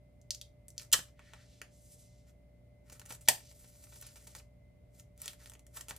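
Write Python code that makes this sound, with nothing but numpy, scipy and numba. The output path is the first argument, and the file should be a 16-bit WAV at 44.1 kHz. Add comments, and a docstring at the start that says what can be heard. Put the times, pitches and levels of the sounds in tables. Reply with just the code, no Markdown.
"""A slim cardboard box unsealed by hand over a desk in a small, quiet room, close to a stereo microphone.
First fingernails pick and scrape at the pull tab, and near 1 s its glue cracks free in jerks. The strip
peels, then the plastic slides along the box with a rising and falling hiss. From about 3 s the stiff wrap
crinkles, buckles with a snap and slides off; near 5 s fingers take hold of the sleeve. The card rings
faintly under the hands, and an appliance hums in the background throughout."""
import sys
import numpy as np
from scipy import signal
from scipy.fft import rfft, irfft
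from scipy.io import wavfile
from scipy.ndimage import map_coordinates
from numba import njit

SR = 44100
rng = np.random.default_rng(int(sys.argv[2]) if len(sys.argv) > 2 else 0)


def wrap_up_sound(samples):
    """Save the sound to the file named by the first command line argument, as 16-bit audio."""
    columns = np.atleast_2d(samples).T
    # keep every value between -1 and 1, then stretch to whole-number steps
    tamed = np.clip(columns, -1, 1)
    steps = np.round(tamed * 32767).astype(np.int16)
    wavfile.write(sys.argv[1], SR, steps)


N = 263718
TIME = np.arange(N) / SR


# the stiff wrap giving way: start_s, level_db, bass_db, treble_db, length_s, pitch_hz
BUCKLES = [(3.2767, -39, 0.5, -18, 0.0046, 3000), (3.2851, -21.5, 0, -3.5, 0.0015, 5384),
           (3.2867, -18, -3.5, 2, 0.00077, 8600), (3.295, -33, -4, -4, 0.0055, 5440)]
# its spectrum: frequency_hz, gain_db
BUCKLE_COLOUR = [(130, -5), (300, -8), (520, -14.5), (760, -1), (1050, -9), (1900, -1), (2400, -4.5),
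                 (3200, -1.5), (4100, -6), (6000, -2.5), (8600, -1), (10500, 0), (13500, 1), (15500, -3.5)]
def wrap_buckles():
    """The stiff wrap buckles through in a quick run of loud, rattling snaps."""
    return snaps(BUCKLES, BUCKLE_COLOUR, rattle_db=8.5, resonance_db=-6, width=.32)


# the clearest crinkles of strip, wrap and sleeve: start_s, level_db, length_s, brightness_db
CRINKLES = [(1.1935, -61.5, 0.0037, -9), (1.3352, -53.5, .005, -6.5), (1.6164, -45.5, 0.00074, -4),
            (2.8987, -55.5, .0014, 0), (2.92, -51.5, 0.0094, 3), (2.9958, -52, 0.0047, 3.5),
            (3.0159, -55.5, .003, -3), (3.0552, -53.5, 0.007, 4.5), (3.0937, -61, .0027, 17),
            (3.1059, -44.5, 0.0076, -2.5), (3.1234, -47.5, 0.0024, 3), (3.1473, -54, .005, 4.5),
            (3.2099, -57.5, 0.011, 7.5), (3.641, -63, .007, -3), (3.8396, -57.5, .0057, 6.5),
            (3.9609, -60.5, 0.0025, -1), (4.0129, -56.5, 0.0013, 16), (4.0241, -51.5, 0.004, 2),
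            (4.1578, -53.5, .013, 0), (4.27, -51.5, 0.0041, 3.5), (4.3505, -48, 0.01, 0),
            (4.9978, -58, 0.0046, 2.5), (5.1774, -65.5, .0012, 8), (5.2176, -49, 0.0018, 13.5),
            (5.2583, -45.5, 0.0012, 4.5), (5.333, -53.5, 0.0013, -1.5), (5.4591, -53, 0.00049, -1),
            (5.4978, -53.5, 0.00074, 7), (5.519, -58.5, 0.0014, -0.5), (5.536, -57, 0.0037, 4),
            (5.5529, -62.5, 0.00055, -11.5), (5.5938, -62.5, 0.0017, 3.5), (5.6666, -61.5, 0.0011, 5.5),
            (5.7712, -47, 0.0026, 3), (5.8093, -45, 0.0049, 4), (5.8837, -46.5, 0.012, 2.5),
            (5.8928, -44, 0.0052, 4.5), (5.9093, -44, 0.0018, -3.5), (5.9642, -55, 0.0021, 11)]
# their spectrum: frequency_hz, gain_db
WRAP_COLOUR = [(100, -21), (450, -7.5), (800, -3), (1200, -4), (2000, -2), (3200, 0), (4500, -3),
               (7500, 2.5), (11000, 3), (13800, 4.5), (15500, -1.5)]
def wrap_crinkles(strays, middle_hz=5200, top_hz=13520, db_per_octave=10):
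    """Folds snap over; the smaller the fold, the brighter and higher it sounds."""
    folds = []
    for start_s, level_db, length_s, bright_db in CRINKLES + strays:
        bass_db, treble_db = 4.5 - bright_db, -2 + .6 * bright_db
        pitch_hz = min(middle_hz * 2 ** (bright_db / db_per_octave), top_hz)
        folds.append((start_s, level_db, bass_db, treble_db, length_s, pitch_hz))
    return snaps(folds, WRAP_COLOUR, rattle_db=3.5, resonance_db=-2.5, width=.35)


def stray_crinkles(slide_db, count=90, length_s=.0035, threshold_db=-80):
    """Rows of small crinkles at chance moments, following the level of the sliding that sets them off."""
    moments = ((np.arange(count) + rng.random(count)) * N / count).astype(int)
    chance = rng.standard_normal((count, 2))
    return [(i / SR, slide_db[i] - 1.5 + 2 * size, length_s, 4.5 * bright)
            for i, (size, bright) in zip(moments, chance) if slide_db[i] > threshold_db]


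# the wrap moving over the box, after a first faint rub as the tab's rip dies away: start_s, hold_s, level_db
# (before gain_db), bass_db, treble_db
SLIDES = [(1.085, .015, -67.5, -3.5, -7), (2.28, 0.023, -72, 5.5, 1.5), (2.895, 0.086, -68, 5, 4),
          (3.095, 0.055, -60.5, 5, 5), (3.27, 0.25, -60.5, -14, -1), (3.55, 0.6, -66.5, -7, 7.5),
          (3.92, 0.069, -61.5, -9, 7), (4.04, 0.048, -55.5, -2.5, -7), (4.17, 0.18, -63.5, -5.5, 3.5),
          (4.365, 0.024, -55.5, -7, 0)]
SLIDE_STROKES = dict(table=SLIDES, attack_s=.05, release_s=.032)
def wrap_slides():
    """The wrap rubs along the card in small, even slips; the first, faint stroke is the tab's rip dying away."""
    return rub(strokes(**SLIDE_STROKES), rate=1900, spread_db=1, judder_db=2.5, gain_db=-3)


# the tab coming unstuck: start_s, level_db, bass_db, treble_db, length_s, pitch_hz
TAB_JERKS = [(.9168, -51.5, -2.5, 0.5, 0.0048, 6950), (.9264, -41, -7, -1.5, 0.00047, 3690),
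             (.9278, -30.5, -8.5, 3.5, 0.00014, 7517), (.9293, -31.5, -5, 10.5, 0.0012, 9970),
             (.9329, -22.5, -11, 0.5, 0.00078, 3270), (.9343, -32, -0.5, -1, 0.00027, 3180),
             (.9353, -27, -0.5, 3, 0.002, 7000), (.9393, -29.5, 0, -1.5, 0.0008, 13340),
             (.9406, -27, 5.5, -5, 0.0013, 1700), (.992, -47, 10.5, -15, 0.0014, 6995)]
# its spectrum: frequency_hz, gain_db
TAB_COLOUR = [(150, -24), (400, -12.5), (800, -15.5), (1300, -6.5), (1700, -3.5), (2200, -11), (3200, 5.5),
              (4300, -2), (5500, -0.5), (7500, 1), (10500, -3.5), (13000, 1.5), (15500, -5.5)]
def tab_cracks():
    """The glue under the tab lets go in jerks."""
    return snaps(TAB_JERKS, TAB_COLOUR, rattle_db=0, resonance_db=-6, width=.4)


# the strip peels, then the plastic slides along the box:
# start_s, length_s, level_db (before gain_db), top_speed_hz, arch_power
PLASTIC_MOVES = [(1.141, .58, -67, 4200, 0.74), (1.628, 0.56, -61.5, 8900, 1.7),
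                 (1.974, 0.32, -75, 5210, 0.49)]
def plastic_hiss(gain_db=-3):
    """Each move is one arch of speed; the faster the plastic goes, the louder and higher it hisses."""
    out = np.zeros(N)
    for start_s, length_s, level_db, top_speed_hz, arch_power in PLASTIC_MOVES:
        progress = np.clip((TIME - start_s) / length_s, 0, 1)
        speed = np.abs(np.sin(np.pi * progress)) ** arch_power
        centre_hz = top_speed_hz * np.maximum(speed, .1) ** .32
        out += peel(undb(level_db + gain_db) * speed, centre_hz, rate=18000, spread_db=3.5, width=1)
    return out


def strip_rasp(start_s=1.22, hold_s=.19, level_db=-69.5, pitch_hz=1950, octaves_per_s=1.2):
    """The taut strip drums on the box as it peels and sinks in pitch as it lengthens."""
    taut = swell(start_s, hold_s, attack_s=.08, release_s=.094)
    centre_hz = pitch_hz * 2 ** (-octaves_per_s * np.clip(TIME - start_s, 0, hold_s))
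    return peel(undb(level_db) * taut, centre_hz, rate=3400, spread_db=.5, width=.24)


# peeling hiss as heard, with the top above 13.5 kHz filtered off: frequency_hz, gain_db
PEEL_COLOUR = [(300, -6.5), (1000, -8.5), (3000, 0), (11000, 2.5), (13500, 6.5), (14500, -11.5),
               (16000, -23.5)]
def peel(gain, centre_hz, rate, spread_db, width):
    """Fine slips ring the free stretch of plastic, whose pitch shifts as it moves."""
    hiss = band(slips(N, rate, spread_db), centre_hz, float(width))
    hiss /= np.sqrt(np.pi * width * centre_hz / SR)  # offsets the power a wider band lets through
    flutter = undb(1.9 * walk(39.7))
    return colour(hiss * gain * flutter, PEEL_COLOUR)


# nail contacts: start_s, level_db, bass_db, treble_db, length_s, pitch_hz
PICKS = [(.2152, -73.5, -3, 4, 0.00065, 6450), (.3068, -33.5, -2, -4.5, .0019, 4900),
         (.3479, -49.5, 7, 1.5, 0.0012, 5840), (.4139, -44.5, -3, -4.5, 0.0033, 3550),
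         (.6829, -63.5, 13, 11.5, 0.0023, 8620), (.7043, -65.5, -6, 6.5, .001, 6500),
         (.78, -40, -2, -7, 0.0011, 6300), (.7975, -56.5, 21.5, 6.5, 0.00043, 4200),
         (5.2799, -44.5, 17.5, 4, .0008, 3700)]
# their spectrum: frequency_hz, gain_db
NAIL_COLOUR = [(400, -41.5), (1200, -32), (2000, -21.5), (3200, -10), (4800, -5.5), (6500, -5), (9000, -7),
               (12500, -4.5), (15500, -12)]
def nail_picks():
    """A nail picks at the tab, and later catches the sleeve, with thin, pitched ticks."""
    return snaps(PICKS, NAIL_COLOUR, rattle_db=-8, resonance_db=6, width=.3)


# the nail under the tab: start_s, hold_s, level_db (before gain_db), bass_db, treble_db
SCRAPES = [(.806, .014, -49, 0, 3.5)]
def nail_scrape():
    """The nail drags under the tab in gritty, very uneven slips."""
    stroke = strokes(SCRAPES, attack_s=.035, release_s=.045)
    return rub(stroke, rate=4800, spread_db=9.5, judder_db=-.5, gain_db=-7.5)


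# fingers on the sleeve: start_s, hold_s, level_db (before gain_db), bass_db, treble_db
GRIPS = [(4.955, 0.054, -69, -2.5, 6), (5.232, 0.03, -50.5, 3, 2.5), (5.295, 0.015, -57.5, 3, 7),
         (5.405, 0.07, -60, 1, 3.5), (5.765, 0.021, -54.5, 4, 9.5), (5.897, 0.0089, -65, 7, -5),
         (5.95, 0.017, -62, -1, -13)]
def sleeve_grips():
    """Fingers rub the sleeve as they shift their grip."""
    stroke = strokes(GRIPS, attack_s=.043, release_s=.042)
    return rub(stroke, rate=5400, spread_db=3.5, judder_db=2.2, gain_db=-4)


# rubbing hiss as heard, with the top above 13.5 kHz filtered off: frequency_hz, gain_db
RUB_COLOUR = [(100, -16.5), (450, -8), (800, -7), (1300, -1), (2000, -0.5), (3200, -0.5), (5000, 3.5),
              (7500, 1.5), (11000, 0), (13500, 3.5), (14500, -5), (16000, -22)]
def rub(stroke, rate, spread_db, judder_db, gain_db):
    """Surfaces sliding: dense slips whose pressure and brightness judder."""
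    level_db, bass_db, treble_db = stroke
    level_db = level_db + judder_db * walk(70) + gain_db
    friction = slips(N, rate, spread_db) * undb(level_db)
    bass_db = bass_db + judder_db * walk(45)
    treble_db = treble_db + judder_db * walk(29)
    return colour(tone(friction, bass_db, treble_db), RUB_COLOUR)


def snaps(table, spectrum, rattle_db, resonance_db, width, size=2048):
    """Each release is one sharp click and a dying rattle of smaller slips, ringing at its own pitch."""
    out = np.zeros(N)
    lead = size // 32  # silence ahead of the click, for the shelves to spread into
    for start_s, level_db, bass_db, treble_db, length_s, pitch_hz in table:
        rattle = slips(size, rate=9000, spread_db=8.4) * np.exp(-TIME[:size] / length_s)
        burst = undb(rattle_db) * np.sqrt(length_s * 1000) * unit(rattle)
        burst[0] += 1  # the click
        burst += undb(resonance_db) * band(burst, np.full(size, float(pitch_hz)), width)
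        burst = tone(np.pad(unit(burst), (lead, 0)), bass_db, treble_db)
        add(out, start_s - lead / SR, burst * undb(level_db) * np.sqrt(SR / 100))  # rms over 10 ms
    return colour(out, spectrum)


# soft knocks on the box: start_s, level_db
KNOCKS = [(0.942, -48.5), (0.99, -48.5), (1.615, -60.5), (2.924, -56), (3.106, -50), (3.29, -43.5),
          (3.644, -63), (4.359, -63), (5.912, -56)]
# modes of the hollow box: pitch_hz, level_db, t60_s
BOX_MODES = [(126, -5, 0.27), (177, -3, 0.09), (247, -2, .06), (310, -4, .05), (407, -5, 0.021),
             (510, -1, 0.068), (750, -2.5, 0.031)]
def box_knocks():
    """Shoves of the hand ring the hollow box."""
    pushes = np.zeros(N)
    for start_s, level_db in KNOCKS:
        add(pushes, start_s, undb([level_db]) * np.sqrt(SR / 100))
    return ring(pushes, modes(BOX_MODES))


# modes of the card walls: pitch_hz, level_db, t60_s
CARD_MODES = [(1400, -12.5, 0.026), (1860, -5, 0.11), (2500, -8.5, 0.036), (3030, -12.5, 0.1),
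              (3340, -2.5, 0.14), (3920, -0.5, 0.044), (4598, -2.5, .03), (6370, -2, .035),
              (7530, -2.5, .035)]
def card_ring(handling, gain_db=-25.5):
    """Snaps and rubbing set the card walls ringing a little."""
    return undb(gain_db) * ring(handling, modes(CARD_MODES))


# tone of the echoes as heard, with the top above 14 kHz filtered off: frequency_hz, gain_db
ECHO_COLOUR = [(60, 10.5), (1000, 2.5), (3500, -2), (8000, -1), (12000, -4), (13800, -9), (16000, -17.5)]
def room(x, desk_db=-5.5, desk_t60_s=.041, wall_db=-9, wall_t60_s=.21, size=16384):
    """The microphone gets the direct sound, quick scatter off the desk, then the walls' short tail."""
    t = TIME[:size]

    def reflect(sound, t60_s, delay_s, side):
        """Decaying stereo scatter; side sets how unlike left and right are."""
        common, apart = rng.standard_normal((2, size))
        decay = undb(-60 * t / t60_s) * (t > delay_s)
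        tails = (common + side * apart) * decay, (common - side * apart) * decay
        return np.array([ring(sound, colour(unit(tail), ECHO_COLOUR)) for tail in tails])

    out = x + undb(desk_db) * reflect(x, desk_t60_s, delay_s=.0018, side=.5)
    direction = 1.5 * walk(500)  # each slip radiates a new way and so meets other walls
    for share in (np.cos(direction), np.sin(direction)):
        out += undb(wall_db) * reflect(x * share, wall_t60_s, delay_s=.006, side=.7)
    return out


# spectrum of the room tone: frequency_hz, gain_db
AIR_COLOUR = [(25, -19.5), (45, 0), (75, 2), (150, -4), (250, -15), (400, -18.5), (650, -17.5),
              (900, -31.5), (1400, -37.5), (3000, -40), (6000, -47), (13000, -46), (15500, -58)]
def room_air(level_db=-63.5, side_db=1):
    """Air rumble, alike on left and right in the bass and wide above it."""
    mid = colour(rng.standard_normal(N), AIR_COLOUR)
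    side = colour(rng.standard_normal(N), AIR_COLOUR)
    side = undb(side_db) * signal.sosfilt(signal.butter(2, 260, "high", fs=SR, output="sos"), side)
    return undb(level_db) * np.array([mid + side, mid - side])


# mains and motor tones: pitch_hz, level_db
HUM = [(59.2, -64.5), (118.9, -66.5), (177.6, -77), (236.9, -80.5), (269.2, -80), (590.5, -72.5),
       (650, -90.5)]
def appliance_hum():
    """An appliance in the room hums, each tone wavering a little in level and phase."""
    return sum(undb(level_db + walk(4.7)) * sine(pitch_hz, .4 * walk(10)) for pitch_hz, level_db in HUM)


def fan_whine(pitch_hz=2058, level_db=-85.5, hiss_hz=2160, hiss_db=-6):
    """A faint, unsteady fan tone in a narrow band of air hiss."""
    gain = undb(level_db - walk(1.7))
    blades = undb(2 * walk(14)) * sine(pitch_hz, .8 * walk(30))
    centre_hz = np.full(N, float(hiss_hz))
    hiss = band(band(rng.standard_normal(N), centre_hz, .2), centre_hz, .2)
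    return gain * (blades + undb(hiss_db) * unit(hiss) * np.sqrt(N))


def slips(size, rate, spread_db):
    """Tiny stick-slip clicks of uneven size, about rate a second, with a power of one."""
    sizes = undb(spread_db * np.minimum(rng.exponential(size=size), 4)) * rng.choice([-1, 1], size)
    return unit(sizes * (rng.random(size) < rate / SR)) * np.sqrt(size)


def strokes(table, attack_s, release_s):
    """Level, bass and treble (dB) of a run of strokes; in an overlap the stronger sets the colour."""
    power = np.array([(undb(level_db) * swell(start_s, hold_s, attack_s, release_s)) ** 2
                      for start_s, hold_s, level_db, _, _ in table])
    total = power.sum(axis=0)
    bass_db, treble_db = np.transpose(table)[-2:] @ power / total
    return 10 * np.log10(total), bass_db, treble_db


def swell(start_s, hold_s, attack_s, release_s):
    """Rise, hold, fall; attack and release are the times for 20 dB."""
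    early, late = np.maximum(start_s - TIME, 0), np.maximum(TIME - start_s - hold_s, 0)
    return undb(-20 * np.minimum(early / attack_s + late / release_s, 10))


def walk(rate):
    """Smooth random wander through rate points a second, with a spread near one."""
    knots = rng.standard_normal(int(N / SR * rate) + 3)
    return map_coordinates(knots, [TIME * rate], order=2, mode="nearest")


def modes(table):
    """Impulse response of a few damped modes."""
    t = TIME[:SR // 4]
    return unit(sum(undb(db - 60 * t / t60) * np.sin(2 * np.pi * hz * t) for hz, db, t60 in table))


def sine(hz, phase):
    """A tone with a power of one."""
    return np.sqrt(2) * np.sin(2 * np.pi * hz * TIME + phase)


@njit
def band(x, hz, width):
    """Resonator with a moving centre; width is a share of the centre."""
    y, mid, low = np.empty(len(x)), 0., 0.
    for i in range(len(x)):
        g = np.tan(np.pi * min(hz[i], .45 * SR) / SR)
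        v = (mid + g * (x[i] + 1e-18 - low)) / (1 + g * (g + width))
        mid, low, y[i] = 2 * v - mid, low + 2 * g * v, width * v
    return y


def colour(x, points, size=8192):
    """Minimum-phase filter through (Hz, dB) points; white noise keeps its power."""
    hz, db = np.transpose(points)
    f = np.maximum(np.fft.rfftfreq(size, 1 / SR), 1)
    gain = undb(np.interp(np.log(f), np.log(hz), db)) * np.minimum(f / hz[0], 1) ** 2
    cepstrum = irfft(np.log(gain))
    cepstrum[1:size // 2] *= 2
    cepstrum[size // 2 + 1:] = 0
    return ring(x, unit(irfft(np.exp(rfft(cepstrum)))))


def tone(x, bass_db, treble_db):
    """Shelves below 2.5 kHz and above 7 kHz: soft contacts are dull, sharp ones bright."""
    bass = signal.sosfiltfilt(signal.butter(3, 2500, fs=SR, output="sos"), x, padtype=None)
    treble = signal.sosfiltfilt(signal.butter(3, 7000, "high", fs=SR, output="sos"), x, padtype=None)
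    return x - bass - treble + bass * undb(bass_db) + treble * undb(treble_db)


def ring(x, response):
    """Pass a sound through an impulse response."""
    return signal.fftconvolve(x, response)[:len(x)]


def add(track, start_s, sound):
    """Lay a sound into a track at a time."""
    start = int(start_s * SR)
    track[start:start + len(sound)] += sound[:N - start]


def undb(db):
    """Decibels to gain."""
    return 10 ** (np.asarray(db) / 20)


def unit(x):
    """Scale to an energy of one."""
    return x / np.sqrt(np.sum(x ** 2) + 1e-30)


def scene():
    """Hands and box close up over the desk, with the room tone and the appliance behind them."""
    slide_db, _, _ = strokes(**SLIDE_STROKES)
    strays = stray_crinkles(slide_db)
    handling = nail_picks() + tab_cracks() + wrap_buckles() + wrap_crinkles(strays)
    handling += nail_scrape() + plastic_hiss() + strip_rasp() + wrap_slides() + sleeve_grips()
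    handling += card_ring(handling)
    return room(handling) + box_knocks() + room_air() + appliance_hum() + fan_whine()


# phase between the microphone's two ports: frequency_hz, left_lead_rad
PORT_PHASE = [(0, 0), (3800, -.15), (6500, -1), (10000, -1.8), (13000, -2.4), (16000, -2.7)]
def record(dry):
    """The stereo microphone's ports hear the treble out of step; the top is cut at 15.9 kHz."""
    phase = np.interp(np.fft.rfftfreq(2 * N, 1 / SR), *np.transpose(PORT_PHASE))
    ports = irfft(rfft(dry, 2 * N) * np.exp(.5j * np.array([phase, -phase])))[:, :N]
    return signal.sosfilt(signal.ellip(8, .2, 70, 15900, fs=SR, output="sos"), ports)


dry = scene()
out = record(dry)
wrap_up_sound(out)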